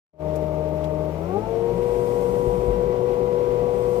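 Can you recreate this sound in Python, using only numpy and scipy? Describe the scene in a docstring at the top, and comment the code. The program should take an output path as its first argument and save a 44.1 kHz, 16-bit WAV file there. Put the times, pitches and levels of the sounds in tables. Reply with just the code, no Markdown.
"""Excavator cab, throttling up.

The diesel idles, then runs up to working speed. Its drone and the pump drive's whine follow the
crankshaft, over a roar coloured by the cab. A loose fitting ticks twice, hydraulic oil hisses as
the boom moves, and the cab takes two dull jolts."""
import sys
import numpy as np
from scipy import signal
from scipy.fft import rfft, irfft
from scipy.io import wavfile

SR = 44100
rng = np.random.default_rng(int(sys.argv[2]) if len(sys.argv) > 2 else 0)


def unload_audio(sound):
    """Save the sound as a 16-bit wav file, at the path given as the first command line argument."""
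    columns = np.transpose(np.atleast_2d(sound))
    # keep every value between -1 and 1, then stretch to whole-number steps
    steps = np.round(np.clip(columns, -1, 1) * 32767)
    wavfile.write(sys.argv[1], SR, steps.astype(np.int16))


N = 176400
T = np.arange(N) / SR
IDLE_HZ, WORK_HZ = 19.2, 30.4  # crank speed
# cab stereo field (frequency [Hz], left minus right [dB], correlation [-1..1])
CAB_FIELD = [(60, 11, .93), (200, 10.5, 0.82), (380, 13.5, 0.94), (676, 10, 0.52), (950, 10, 0.43),
             (1300, 4.5, 0.078), (2340, 9.5, -0.14), (4400, 3, 0.025), (8000, 3, -0.054),
             (14900, -2.5, 0.052)]


def from_db(db):
    """Decibels to gain."""
    return 10 ** (np.asarray(db) / 20)


def in_time(rows):
    """Breakpoint curve at every sample."""
    return np.interp(T, *np.transpose(rows))


def at_hz(rows, hz, column=1):
    """Table column interpolated over log frequency."""
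    rows = np.array(rows)
    return np.interp(np.log(hz + 1e-9), np.log(rows[:, 0]), rows[:, column])


def pan(db):
    """Left and right gains, mean 1."""
    ratio = np.atleast_1d(from_db(db))
    return np.array([2 * ratio, np.full_like(ratio, 2)]) / (1 + ratio)


def flutter(width_hz):
    """Slow complex noise, rms 1: wobbles level and phase."""
    step, run_in = 40, 2000
    pole = np.exp(-2 * np.pi * width_hz * step / SR)
    white = [1, 1j] @ rng.standard_normal((2, N // step + run_in + 2))
    slow = signal.lfilter([1], [1, -2 * pole, pole * pole], white)[run_in:]
    return np.interp(np.arange(N) / step, np.arange(len(slow)), slow / np.std(slow))


def cab_noise(spectrum):
    """Noise of a given density in the cab's stereo field."""
    hz = np.arange(N // 2 + 1) * SR / N
    mid, side = rfft(rng.standard_normal((2, N)))
    correlation = np.clip(at_hz(CAB_FIELD, hz, column=2), -1, 1)
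    stereo = np.sqrt(1 + correlation) * mid + np.sqrt(1 - correlation) * side * [[1], [-1]]
    skirts = np.minimum(1, hz / spectrum[0][0]) ** 2 / np.maximum(1, hz / spectrum[-1][0]) ** 2
    density = from_db(at_hz(spectrum, hz)) * skirts
    return irfft(stereo * pan(at_hz(CAB_FIELD, hz)) * density, N) * np.sqrt(SR) / 2


def partial(hz, db, rough):
    """Stereo tone on a pitch curve; rough is the fluttering part of its rms."""
    # (frequency [Hz], left minus right [dB], right phase lead [rad])
    placement = [(80.4, 10.5, 0.17), (250, 9, 0.25), (310, 16, 0.54), (497, 15.5, 0.28), (625, 14.5, 0.92),
                 (946, 14.5, 0.99), (971, 7, 2.2), (1150, 6.5, 1.2)]
    rough = np.clip(rough, 0, 1)
    wobble = np.sqrt(1 - rough ** 2) + rough * flutter(width_hz=16)
    left = wobble * np.exp(2j * np.pi * (np.cumsum(hz) / SR + rng.random()))
    right = left * np.exp(1j * at_hz(placement, hz, column=2))
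    return np.sqrt(2) * from_db(db) * np.real([left, right]) * pan(at_hz(placement, hz))


def whistle(hz, width_hz):
    """Narrow noise band, independent in each ear."""
    carrier = np.exp(2j * np.pi * np.cumsum(np.broadcast_to(hz, N)) / SR)
    return np.sqrt(2) * np.real([carrier * flutter(width_hz), carrier * flutter(width_hz)])


def drone(crank_hz, idling):
    """Crank orders whose balance shifts from idle to work."""
    # (order [x crank], idle level [dB], working level [dB], roughness [0..1])
    partials = [(2.007, -57, -47.5, 0.1), (4.032, -37.5, -39, 0.02), (6.056, -54, -52, 0.4),
                (9.05, -61, -50, 0.5), (12.25, -53.5, -35, 0.64), (13.23, -67.5, -41.5, 0),
                (18.04, -57, -48.5, 0), (20.03, -46.5, -58.5, 0.2), (22.96, -47, -47.5, 0.7),
                (25.7, -53.5, -54, 0.4), (27.9, -54, -55, 0.1), (35.7, -53, -54.5, 0.1),
                (37.3, -66, -56.5, 0.8), (45.5, -54, -67, 0), (55.9, -57.5, -75.5, 0.4),
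                (59.5, -60.5, -74.5, 0), (61.2, -61.5, -77, 0.1), (64.15, -57.5, -66, 0.8)]
    return sum(partial(order * crank_hz, work_db + idling * (idle_db - work_db), rough)
               for order, idle_db, work_db, rough in partials)


def exhaust_hum(crank_hz):
    """Twice the firing rate; holds until the run-up carries it past the cab's resonance."""
    # (time [s], level [dB])
    level = [(.2, -34), (1.28, -35), (1.335, -33), (1.41, -37.5), (1.46, -64), (1.7, -48.5), (4, -47.5)]
    return partial(8 * crank_hz, in_time(level), rough=0.056)


def throb(hz=50.25):
    """A deep tone beats against the drone."""
    # (time [s], level [dB])
    level = [(1.2, -57.5), (1.75, -44), (2.2, -45), (2.9, -42), (3.3, -52), (4, -51)]
    return partial(np.full(N, hz), in_time(level), rough=0.35)


def pump_whine(crank_hz):
    """Three pump drive partials swell and sink as they sweep through cab resonances."""
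    # each partial (time [s], level [dB])
    low = [(.2, -38.5), (1.08, -38.5), (1.15, -47), (1.23, -44), (1.27, -35), (1.315, -35), (1.35, -26.5),
           (1.39, -30), (1.42, -41), (1.46, -39), (1.5, -28), (1.7, -26.5), (1.76, -32.5), (1.8, -25.5),
           (2.6, -25.7), (3.25, -24.6), (4, -24.8)]
    mid = [(.2, -30), (1.085, -30), (1.12, -41), (1.16, -40), (1.21, -39.5), (1.26, -51), (1.315, -35.5),
           (1.345, -36.5), (1.37, -27), (1.4, -45), (1.439, -31.5), (1.55, -50), (1.66, -41), (2.5, -37.5),
           (3, -40), (4, -39.5)]
    top = [(.2, -46), (1.03, -46.5), (1.15, -50), (1.275, -50), (1.325, -36), (1.36, -46), (1.46, -51),
           (1.55, -67), (1.9, -71)]
    accel_hz_per_s = np.abs(np.gradient(crank_hz)) * SR
    return sum(partial(order * crank_hz, in_time(level), rough=0.1 + 0.007 * accel_hz_per_s * order / 32)
               for order, level in [(16, low), (32, mid), (48, top)])


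def gears(crank_hz):
    """Faint lines on every third crank order, of random phase in each ear."""
    # (frequency at working speed [Hz], level [dB])
    spectrum = [(1300, -70), (1700, -78), (2100, -73), (3100, -75.5), (4500, -83)]
    turns = np.cumsum(crank_hz) / SR
    out = np.zeros((2, N))
    for order in range(42, 162, 3):
        hz = order * WORK_HZ
        db = at_hz(spectrum, hz) + rng.standard_normal()
        line = np.sqrt(2) * np.cos(2 * np.pi * (order * turns + rng.random((2, 1))))
        out += from_db(db) * pan(at_hz(CAB_FIELD, hz)) * line
    return out


def engine_whistles(crank_hz, idling):
    """Two thin whistles: one rises with the crank, one holds pitch and grows with effort."""
    rising = from_db(-71) * whistle(695.5 * crank_hz, width_hz=35)
    steady = from_db(-71 - 4.5 * idling) * whistle(hz=5565, width_hz=40)
    return rising + steady


def cab_rumble():
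    """Low noise of the cab, swelling with the run-up."""
    # (frequency [Hz], density [dB/Hz])
    spectrum = [(42, -63), (52, -57.5), (62, -62.5), (82, -68), (105, -62.5), (140, -62), (180, -52.5),
                (235, -68.5), (330, -70.5)]
    # (time [s], gain [dB])
    swell = [(.2, -6), (1.2, -5.5), (1.55, -2), (1.85, -1), (2.35, 1), (2.85, -0.5), (3.3, -2), (4, -2.5)]
    return cab_noise(spectrum) * from_db(in_time(swell))


def roar(idling, idle_db=-1):
    """Engine noise through the cab panels."""
    # (frequency [Hz], density [dB/Hz])
    spectrum = [(200, -71), (310, -67.5), (385, -61), (462, -55.5), (515, -65.5), (565, -57.5), (645, -66),
                (700, -66.5), (860, -68), (990, -81.5), (1120, -75), (1350, -86), (2000, -102)]
    return cab_noise(spectrum) * from_db(idle_db * idling)


def clatter(crank_hz, idling, idle_db=-2):
    """Combustion noise; flickers, and pulses at four firings a turn."""
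    # (frequency [Hz], density [dB/Hz])
    spectrum = [(700, -100), (1350, -84.5), (1570, -82), (1700, -91.5), (2000, -83.5), (2600, -87.5),
                (3800, -94), (6000, -99), (10000, -106), (15000, -103)]
    firing = np.cos(2 * np.pi * 4 * np.cumsum(crank_hz) / SR)
    flicker_db = 1.28 * flutter(width_hz=20).real
    return cab_noise(spectrum) * from_db(idle_db * idling + flicker_db) * (1 + 0.078 * firing)


def oil_hiss():
    """Oil hisses in the valves, louder with flow."""
    # (frequency [Hz], density [dB/Hz])
    spectrum = [(2000, -112), (4500, -96.5), (7000, -94.5), (9000, -94), (11500, -97.5), (14500, -95.5)]
    # (time [s], gain [dB])
    flow = [(.2, -17.5), (1.1, -13), (1.7, -8), (1.9, -3), (2.1, 0), (2.45, -1), (2.9, -9.5), (3.3, -8),
            (3.65, -8), (3.95, -0.5)]
    return cab_noise(spectrum) * from_db(in_time(flow))


def fitting_ticks(rise_s=0.0048):
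    """A loose fitting ticks: short, scratchy noise bursts."""
    # (time [s], gain [dB], low edge [Hz], high edge [Hz])
    ticks = [(0.355, -45.5, 3600, 14000), (.839, -35, 1900, 3100)]
    out = np.zeros((2, N))
    for start_s, db, low_hz, high_hz in ticks:
        age = np.maximum(T - start_s, 0) / rise_s
        band = signal.butter(1, [low_hz, high_hz], "band", fs=SR, output="sos")
        out += from_db(db) * age * np.exp(1 - age) * signal.sosfilt(band, rng.standard_normal((2, N)))
    return out


def flares(crank_hz):
    """Crank orders ring briefly as the rising speed crosses resonances."""
    # (order [x crank], peak time [s], 1/e half width [s], level [dB])
    crossings = [(23.94, 1.52, 0.16, -37.5), (5.98, 1.77, 0.049, -34), (12, 1.78, 0.055, -36),
                 (20.06, 1.6, 0.11, -47), (65.4, 2.92, 0.079, -59)]
    return sum(partial(order * crank_hz, db, rough=0.2) * np.exp(-((T - peak_s) / half_s) ** 2)
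               for order, peak_s, half_s, db in crossings)


def boom_valve(ramp_s=0.14):
    """The boom valve whistles while open."""
    # (opens [s], shut [s])
    spans = [(1.72, 2.86), (3.62, 5.3)]
    # (frequency [Hz], width [Hz], level [dB])
    bands = [(7880, 70, -70.5), (8620, 130, -68)]
    opening = sum(np.clip(np.minimum(T - start_s, end_s - T) / ramp_s, 0, 1) for start_s, end_s in spans)
    return opening * sum(whistle(hz, width_hz) * from_db(db) for hz, width_hz, db in bands)


def cab_jolts(cutoff_hz=180):
    """Two soft blows, each with a weaker rebound, ring the cab's low modes."""
    # (time [s], gain [dB])
    blows = [(2.469, -23), (2.583, -32), (2.678, -21.5), (2.775, -36.5)]
    # (frequency [Hz], gain [dB], t60 [s])
    modes = [(52, 0.5, 0.32), (70.5, -7, 0.127), (109, 2, 0.095)]
    ring = np.zeros(N)
    for start_s, db in blows:
        age_s = np.maximum(T - start_s, 0)
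        for hz, mode_db, t60_s in modes:
            ring -= from_db(db + mode_db - 60 * age_s / t60_s) * np.sin(2 * np.pi * hz * age_s)
    soften = signal.butter(2, cutoff_hz, fs=SR, output="sos")
    return signal.sosfilt(soften, ring) * pan(CAB_FIELD[0][1])


def scene():
    """Stereo mix at the driver's seat."""
    # (time [s], crank speed [Hz])
    run_up = [(0, 19.2), (1.1, 19.22), (1.24, 20.5), (1.3, 22.6), (1.4, 26.7), (1.49, 28.2), (1.61, 28.85),
              (1.75, 29.78), (1.87, 30.17), (2.3, 30.23), (2.52, 30.4), (2.85, 30.5), (4, 30.48)]
    crank_hz = in_time(run_up)
    idling = np.clip((WORK_HZ - crank_hz) / (WORK_HZ - IDLE_HZ), 0, 1)
    low_tones = drone(crank_hz, idling) + exhaust_hum(crank_hz) + throb()
    high_tones = pump_whine(crank_hz) + gears(crank_hz) + engine_whistles(crank_hz, idling)
    noises = cab_rumble() + roar(idling) + clatter(crank_hz, idling) + oil_hiss()
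    events = fitting_ticks() + flares(crank_hz) + boom_valve() + cab_jolts()
    return low_tones + high_tones + noises + events


def record(dry):
    """Quick fade-in, 4 ms fade-out, band limits."""
    # (time [s], gain [dB])
    fade_in = [(0, -85), (.125, -76), (.135, -29.5), (.18, -24.5), (.205, -4.5), (.23, -1.5), (.27, 2)]
    low_hz, high_hz, trim_db = 39.6, 15400, -1
    low_cut = signal.butter(4, low_hz, "high", fs=SR, output="sos")
    high_cut = signal.ellip(12, 0.1, 90, high_hz, fs=SR, output="sos")
    fade_out = np.minimum(1, (T[-1] - T) / 0.004)
    faded = dry * fade_out * from_db(trim_db + in_time(fade_in))
    return signal.sosfilt(np.vstack([low_cut, high_cut]), faded)


dry = scene()
out = record(dry)
unload_audio(out)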